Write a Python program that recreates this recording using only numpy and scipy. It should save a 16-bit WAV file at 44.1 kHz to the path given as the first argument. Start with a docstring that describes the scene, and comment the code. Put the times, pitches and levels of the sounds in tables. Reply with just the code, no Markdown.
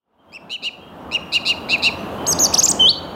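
"""A song thrush sings from a bare branch. First eight buzzy notes from the two coupled voices
of its syrinx, with one bill tick before the last; then two high twitters, four quick arched
chips and a rising whistle. Throughout, the trees return a thin echo, faint far birds call
and a roar like distant traffic swells, easing near the end."""
import sys
import numpy as np
from scipy import signal
from scipy.fft import rfft, irfft
from scipy.io import wavfile
from scipy.ndimage import uniform_filter1d

SR = 44100
rng = np.random.default_rng(int(sys.argv[2]) if len(sys.argv) > 2 else 0)


def wav_out(sig):
    """Save sig, one row per channel (or a flat mono array), as 16-bit PCM at SR to the path in sys.argv[1]."""
    wavfile.write(sys.argv[1], SR, np.round(np.clip(np.atleast_2d(sig).T, -1, 1) * 32767).astype(np.int16))


N = 138915


def thrush():
    """The near bird's whole phrase, dry."""
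    # start_s, length_s, top_hz, low_db, high_db, flutter_hz, peak_frac, onset_db, overtone_db,
    # pulse_depth, rasp_db, swell_power, warble_hz
    notes = [(.321, .058, 2712, -29, -58, 100, 0.8, -19, -9, 0.67, -38, 2.1, 800),
             (0.496, 0.072, 3010, -21, -26, 117.6, 0.84, -14, -22.5, 0.43, -22.5, 3.2, 710),
             (0.622, 0.072, 2900, -17.5, -23, 169, 0.77, -23, -25, 0.16, -25.5, 2.2, 1248),
             (1.113, .061, 2856, -9.5, -26, 103, 0.6, -17, -19.5, 0.5, -34, 0.42, 657),
             (1.32, 0.063, 2836, -9, -13, 144.3, 0.67, -23, -23, 0.03, -21, 1.07, 1370),
             (1.451, 0.079, 2858, -10.5, -12, 185, 0.66, -18, -21.5, 0.07, -22.5, 0.88, 1395),
             (1.687, 0.075, 2738, -8, -13.5, 189.7, 0.71, -19, -25, 0.4, -34, 1.03, 1303),
             (1.821, 0.074, 2775, -8.5, -10, 173, 0.69, -24, -18.5, 0.4, -26.5, 1.8, 1353)]
    # top_s, rise_s, fall_s, top_hz, level_db, arch_power
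    chips = [(2.544, 0.007, 0.013, 6000, -3.5, 1.17), (2.597, 0.026, 0.011, 6590, -6.5, 1.7),
             (2.651, .028, 0.014, 7500, -8, 2.15), (2.706, 0.031, 0.016, 8180, -9.5, 1.88)]
    song = twitters()
    for start_s, *note in notes:
        add(song, start_s, buzzy_note(*note))
    for row in chips:
        add(song, *chip(*row))
    add(song, *whistle())
    add(song, *whistle_second_voice())
    add(song, 1.783, bill_tick())
    return song


def buzzy_note(length_s, top_hz, low_db, high_db, flutter_hz, peak_frac, onset_db, overtone_db,
               pulse_depth, rasp_db, swell_power, warble_hz):
    """A fluttering high voice gives way to an arching low one; coupling adds sum tones and rasp."""
    t = np.arange(0, length_s, 1 / SR)
    u, n = t / length_s, len(t)
    flutter = np.cos(phase_of(flutter_hz * (1 + 0.057 * drift(n, 60))))
    shut = (1 - flutter) / 2
    # Phases: the low voice arches; the high one warbles upward, sinks and steadies.
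    top_frac = 0.63
    rise = 0.17 * abs(1 - u / top_frac) ** 1.334
    fall = 0.18 * ((u - top_frac) / (1 - top_frac)) ** 2
    arch = 1 - np.where(u < top_frac, rise, fall)
    low = phase_of(top_hz * arch * (1 + 0.022 * flutter + 0.015 * drift(n, 600)))
    high_hz = 3877 - 95 * u + warble_hz * (1 - 0.42 * u) * shut
    high = phase_of(high_hz * (1 + 0.025 * drift(n, 830)))
    # Gains: each voice swells and fades, pulsed by the flutter.
    swell_db = onset_db * abs(1 - u / peak_frac) ** swell_power
    fade_db = -13 * ((u - peak_frac) / (1 - peak_frac)) ** 2
    low_gain = amp(low_db + np.where(u < peak_frac, swell_db, fade_db))
    low_gain *= 1 - np.clip(pulse_depth * (1.3 - u), 0, 1) * shut
    high_gain = amp(high_db + np.interp(u, [0, 0.17, 0.34, 0.68, 1], [-14.5, -2, 0, -6, -20]))
    high_gain *= 1 - 0.8 * (1 - 0.13 * u) * shut
    pressure = amp(-35 * (u - 0.45) ** 2)
    coupling = np.sqrt(low_gain * high_gain) * pressure
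    overtone_gain = amp(low_db + overtone_db - 62 * (u - 0.46) ** 2) * (1 - pulse_depth * shut)

    overtones = np.sin(2 * low) + amp(-13) * np.sin(3 * low)
    overtones += amp(-27) * (np.sin(4 * low) + np.sin(5 * low))
    upper_sums = np.sin(2 * low + high) + 0.48 * np.sin(low + 2 * high) + 0.41 * np.sin(2 * (low + high))
    wave = low_gain * np.sin(low) + overtone_gain * overtones
    wave += high_gain * (np.sin(high) + amp(-29) * np.sin(2 * high))
    wave += coupling * (amp(-19) * np.sin(low + high) + amp(-34) * upper_sums)
    rasp = filtered(rng.standard_normal(n), (2400, 9500), "band")
    wave += amp(rasp_db) * (coupling + high_gain * pressure) * rasp
    return wave * edges(n, 0.00083)


def twitters():
    """Two high warbles; in the first a second voice joins, breeding sum and difference tones."""
    # per twitter: time_s, pitch_hz, level_db
    warbles = [
        [(2.264, 3270, -36), (2.268, 4500, -15), (2.273, 6570, -24), (2.283, 6470, -13.5), (2.309, 6543, -12.5),
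         (2.318, 5530, -15), (2.325, 6500, -14.5), (2.331, 4580, -10.5), (2.337, 5300, -24)],
        [(2.386, 3420, -34), (2.390, 4200, -14), (2.395, 6550, -17.5), (2.404, 6960, -10.5), (2.409, 6560, -11),
         (2.414, 5950, -15), (2.421, 6800, -9), (2.428, 5950, -12), (2.436, 6920, -7.5), (2.443, 5240, -10),
         (2.450, 6630, -6.5), (2.457, 4500, -11.5), (2.464, 4800, -18), (2.469, 4460, -9.5)],
    ]
    # time_s, pitch_hz, level_db
    second_voice = [(2.270, 6560, -17), (2.276, 7800, -26), (2.290, 8020, -23), (2.310, 7950, -25.5),
                    (2.318, 7350, -34), (2.325, 8400, -18.5), (2.329, 6440, -21.5)]
    song = np.zeros(N)
    for points in warbles:
        start_s, hz, db = glide(points, smooth_s=0.0026)
        add(song, start_s, tone(hz, db, second_db=-16.5, third_db=-40, jitter=0.006))
    start_s, hz, db = glide(second_voice)
    t = start_s + np.arange(len(hz)) / SR
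    main_s, main_hz, main_db = np.transpose(warbles[0])
    main, upper = phase_of(np.interp(t, main_s, main_hz)), phase_of(hz)
    differences = np.sin(2 * main - upper) + np.sin(2 * upper - main) + 0.66 * np.sin(3 * main - upper)
    coupled = amp(-2) * np.sin(main + upper) + amp(-13) * differences
    wave = np.sin(upper) + amp(np.interp(t, main_s, main_db)) * coupled
    add(song, start_s, amp(db) * wave * edges(len(t), 0.0018))
    return song


def chip(top_s, rise_s, fall_s, top_hz, level_db, arch_power):
    """After a soft low turn the pitch leaps and drops; the beak favours the band near 7 kHz."""
    # pitch_hz, gain_db
    beak_response = [(2900, -19), (4000, -15), (5000, -5), (6000, -2), (6900, 3), (7500, -4.5),
                     (8200, -4.5)]
    foot_hz, turn_s, turn_db = 2865, 0.011, -30
    t = np.arange(-rise_s, fall_s, 1 / SR)
    arch_hz = top_hz - (top_hz - foot_hz) * abs(t / np.where(t < 0, rise_s, fall_s)) ** arch_power
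    dip_hz = 445 * rng.uniform(0.49, 1.27)
    turn_hz = foot_hz - dip_hz * np.sin(np.linspace(0, np.pi, round(turn_s * SR)))
    hz = np.r_[turn_hz, arch_hz]
    db = np.r_[np.full(len(turn_hz), turn_db), level_db + at_hz(beak_response, arch_hz)]
    reedy = np.interp(hz, [foot_hz, 5200], [1, 0])  # more overtones at low pitch
    wave = tone(hz, db, second_db=-21 + 19 * reedy, third_db=-30 + 25.4 * reedy, jitter=0.0071)
    hiss = filtered(rng.standard_normal(len(db)), 4000, "high")
    return top_s - rise_s - turn_s, wave + amp(db - 40) * hiss


def whistle():
    """A loud, nearly pure note slides up; its overtones fade with height."""
    # time_s, pitch_hz, level_db
    slide = [(2.791, 3250, -30), (2.800, 3017, -9.5), (2.811, 3143, -6.5), (2.841, 2983, -7.5),
             (2.860, 3088, -6), (2.882, 3400, -9), (2.892, 3940, -5), (2.902, 4570, -11),
             (2.913, 4425, -10), (2.921, 4560, -29)]
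    # frequency_hz, gain_db
    overtone_response = [(6000, 7), (7000, 1), (9000, -5), (12000, -11), (15000, -34)]
    start_s, hz, db = glide(slide, smooth_s=0.007)
    n = len(hz)
    phase = phase_of(hz * (1 + 0.0031 * drift(n, 500)))
    overtones = sum(amp(-32 + at_hz(overtone_response, k * hz)) * np.sin(k * phase) for k in (2, 3, 4))
    return start_s, (np.sin(phase) + overtones) * amp(db + 0.05 * drift(n, 150)) * edges(n, 0.003)


def whistle_second_voice():
    """A faint rough voice above the top of the whistle."""
    # time_s, pitch_hz, level_db
    slide = [(2.866, 4670, -39), (2.876, 4870, -37), (2.883, 4640, -45), (2.896, 5190, -30.5),
             (2.918, 5340, -44)]
    start_s, hz, db = glide(slide)
    return start_s, tone(hz, db, second_db=-7, third_db=-27, jitter=0.03)


def bill_tick(decay_s=0.0015):
    """The bill snaps: a tiny bright noise burst."""
    t = np.arange(0, 0.012, 1 / SR)
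    burst = rng.standard_normal(len(t)) * amp(-31) * np.exp(-t / decay_s)
    return filtered(burst, (6000, 12000), "band")


def tone(hz, level_db, second_db, third_db, jitter, shimmer_db=0.1):
    """One side of the syrinx: a slightly unsteady tone with two overtones."""
    n = len(hz)
    phase = phase_of(hz * (1 + jitter * drift(n, 700)))
    wave = np.sin(phase)
    for k, db in ((2, second_db), (3, third_db)):
        alias_guard = np.clip((SR / 2 - k * hz) / (SR / 10), 0, 1)
        wave += amp(db) * np.sin(k * phase) * alias_guard
    return wave * amp(level_db + shimmer_db * drift(n, 150)) * edges(n, 0.0013)


def far_birds():
    """Faint arched whistles from deeper in the wood."""
    # start_s, length_s, first_hz, last_hz, level_db
    calls = [(.185, 0.048, 3160, 3050, -63.5), (.28, .07, 3150, 3180, -57), (.80, 0.062, 3140, 3150, -49),
             (.98, .07, 5900, 5200, -71), (1.97, 0.057, 6050, 5800, -53), (2.18, 0.049, 3050, 3050, -38.5),
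             (2.23, 0.07, 3000, 2920, -40), (2.32, 0.065, 3540, 3500, -45), (2.43, 0.037, 3990, 3350, -37),
             (2.98, 0.017, 2010, 2600, -56.5), (3.017, .013, 2560, 2150, -60),
             (3.0, 0.068, 6600, 6700, -62), (3.07, 0.052, 6550, 6650, -62)]
    song = np.zeros(N)
    for start_s, length_s, first_hz, last_hz, db in calls:
        u = np.linspace(0, 1, round(length_s * SR))
        arch = np.sin(np.pi * u)
        hz = (first_hz + (last_hz - first_hz) * u) * (1 + 0.046 * (arch - 0.5))
        call = tone(hz, db, second_db=-55, third_db=-47, jitter=0.008)
        add(song, start_s, np.sqrt(abs(arch)) * call)
    return song


def tree_echo(song, echoes_per_s=900, gap_s=0.005, early_db=3.5, early_t60_s=0.33):
    """Trunks and twigs scatter the song: a quick cluster, then a long thin tail."""
    # frequency_hz, t60_s
    wood_decay = [(2000, 1.6), (3000, 0.82), (4500, 0.74), (7000, 0.56), (14000, 0.14)]
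    # frequency_hz, gain_db
    wood_colour = [(2000, 1.5), (3000, 0.5), (4500, 2), (7000, 1), (10000, 2.5), (15000, -1)]
    taps = rng.standard_normal(SR) * (rng.random(SR) < echoes_per_s / SR) * (np.arange(SR) > gap_s * SR)
    hz, t, bins = signal.stft(taps, SR, nperseg=256)
    decay = amp(-60 * t / at_hz(wood_decay, hz)[:, None]) + amp(early_db - 60 * t / early_t60_s)
    tail = signal.istft(bins * decay, SR, nperseg=256)[1][:SR]
    colour = amp(at_hz(wood_colour, np.fft.rfftfreq(SR, 1 / SR)))
    tail = irfft(rfft(tail / np.linalg.norm(tail)) * colour)
    return signal.fftconvolve(song, tail)[:N]


def distant_roar():
    """A swelling low roar like far traffic, with a faint hiss above it."""
    # frequency_hz, relative_db
    roar_spectrum = [(20, -44.5), (38, -26), (58, -8), (74, -6.5), (88, 0.5), (108, -10.5), (135, -4.5),
                     (200, 0.5), (420, -4), (650, -3), (1150, -7.5), (1500, -15), (2000, -23), (3000, -26),
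                     (5000, -44.5), (9000, -50)]
    hiss_spectrum = [(1500, -55), (2900, 19.5), (4000, 5.5), (6000, -1), (8500, -4), (13000, -1),
                     (16000, -2)]
    # time_s, level_db
    roar_level = [(0.0, -95), (0.09, -68), (0.25, -51.5), (0.49, -42), (0.58, -52.5), (0.64, -40.5),
                  (0.68, -48), (1.0, -36), (1.6, -33.5), (1.71, -29.5), (1.91, -30), (2.39, -24),
                  (2.6, -26), (2.64, -29), (2.7, -26.5), (2.87, -28), (2.9, -33.5), (3.15, -30.5)]
    hiss_level = [(0, -100), (.3, -67.5), (1.0, -58), (1.7, -49), (2.4, -45.5), (2.75, -46.5),
                  (2.95, -51.5), (3.15, -52.5)]
    roar = patchy_noise(roar_spectrum, roar_level, patch_db=1.1)
    return roar + patchy_noise(hiss_spectrum, hiss_level, patch_db=1.0)


def patchy_noise(spectrum, level, patch_db):
    """Coloured noise with drifting spectral patches, following a level curve."""
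    hz = np.fft.rfftfreq(4096, 1 / SR)
    real, imag, patches = rng.standard_normal((N // 1024 + 5, len(hz), 3)).T
    patches = uniform_filter1d(patches, size=30, axis=0)  # across frequency
    patches = unit_rms(uniform_filter1d(patches, size=4, axis=1))  # across time
    bins = (real + 1j * imag) * amp(at_hz(spectrum, hz)[:, None] + patch_db * patches)
    noise = signal.istft(bins, nperseg=4096, noverlap=3072)[1][:N]
    return unit_rms(noise) * amp(np.interp(np.arange(N) / SR, *np.transpose(level)))


def glide(points, smooth_s=0.0013):
    """Start time, rounded pitch curve and level curve of a gesture."""
    time_s, hz, db = np.transpose(points)
    t = np.arange(time_s[0], time_s[-1], 1 / SR)
    rounded_hz = uniform_filter1d(np.interp(t, time_s, hz), round(smooth_s * SR), mode="nearest")
    return time_s[0], rounded_hz, np.interp(t, time_s, db)


def drift(n, cutoff_hz):
    """Random wander, rms about 1."""
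    hz = np.fft.rfftfreq(8192, 1 / SR)
    return unit_rms(irfft(rfft(rng.standard_normal(8192)) / (1 + (hz / cutoff_hz) ** 4)))[:n]


def edges(n, fade_s):
    """Soft start and stop."""
    k = np.arange(n)
    return np.sin(np.pi / 2 * np.minimum(np.minimum(k, k[::-1]) / (fade_s * SR), 1)) ** 2


def at_hz(points, hz):
    """Table lookup on a log-frequency axis."""
    table_hz, value = np.transpose(points)
    return np.interp(np.log(hz + 1), np.log(table_hz + 1), value)


def filtered(x, cutoff_hz, kind):
    return signal.lfilter(*signal.butter(2, cutoff_hz, kind, fs=SR), x)


def phase_of(hz):
    return 2 * np.pi * np.cumsum(hz) / SR


def amp(db):
    return 10 ** (np.asarray(db) / 20)


def unit_rms(x):
    return x / np.sqrt(np.mean(x ** 2) + 1e-20)


def add(mix, start_s, sound):
    part = mix[round(start_s * SR):][:len(sound)]
    part += sound[:len(part)]


def scene():
    """Birds, echoes and roar, the same on both channels."""
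    song, far = thrush(), far_birds()
    mono = song + amp(-17) * tree_echo(song) + far + amp(-5) * tree_echo(far)
    mono += distant_roar()
    return np.array([mono, mono])


def record(dry):
    """Steep low-pass at 15.9 kHz."""
    lowpass = signal.firwin(511, 15900, window=("kaiser", 9), fs=SR)
    return signal.oaconvolve(dry, lowpass[None], "same")


dry = scene()
out = record(dry)
wav_out(out)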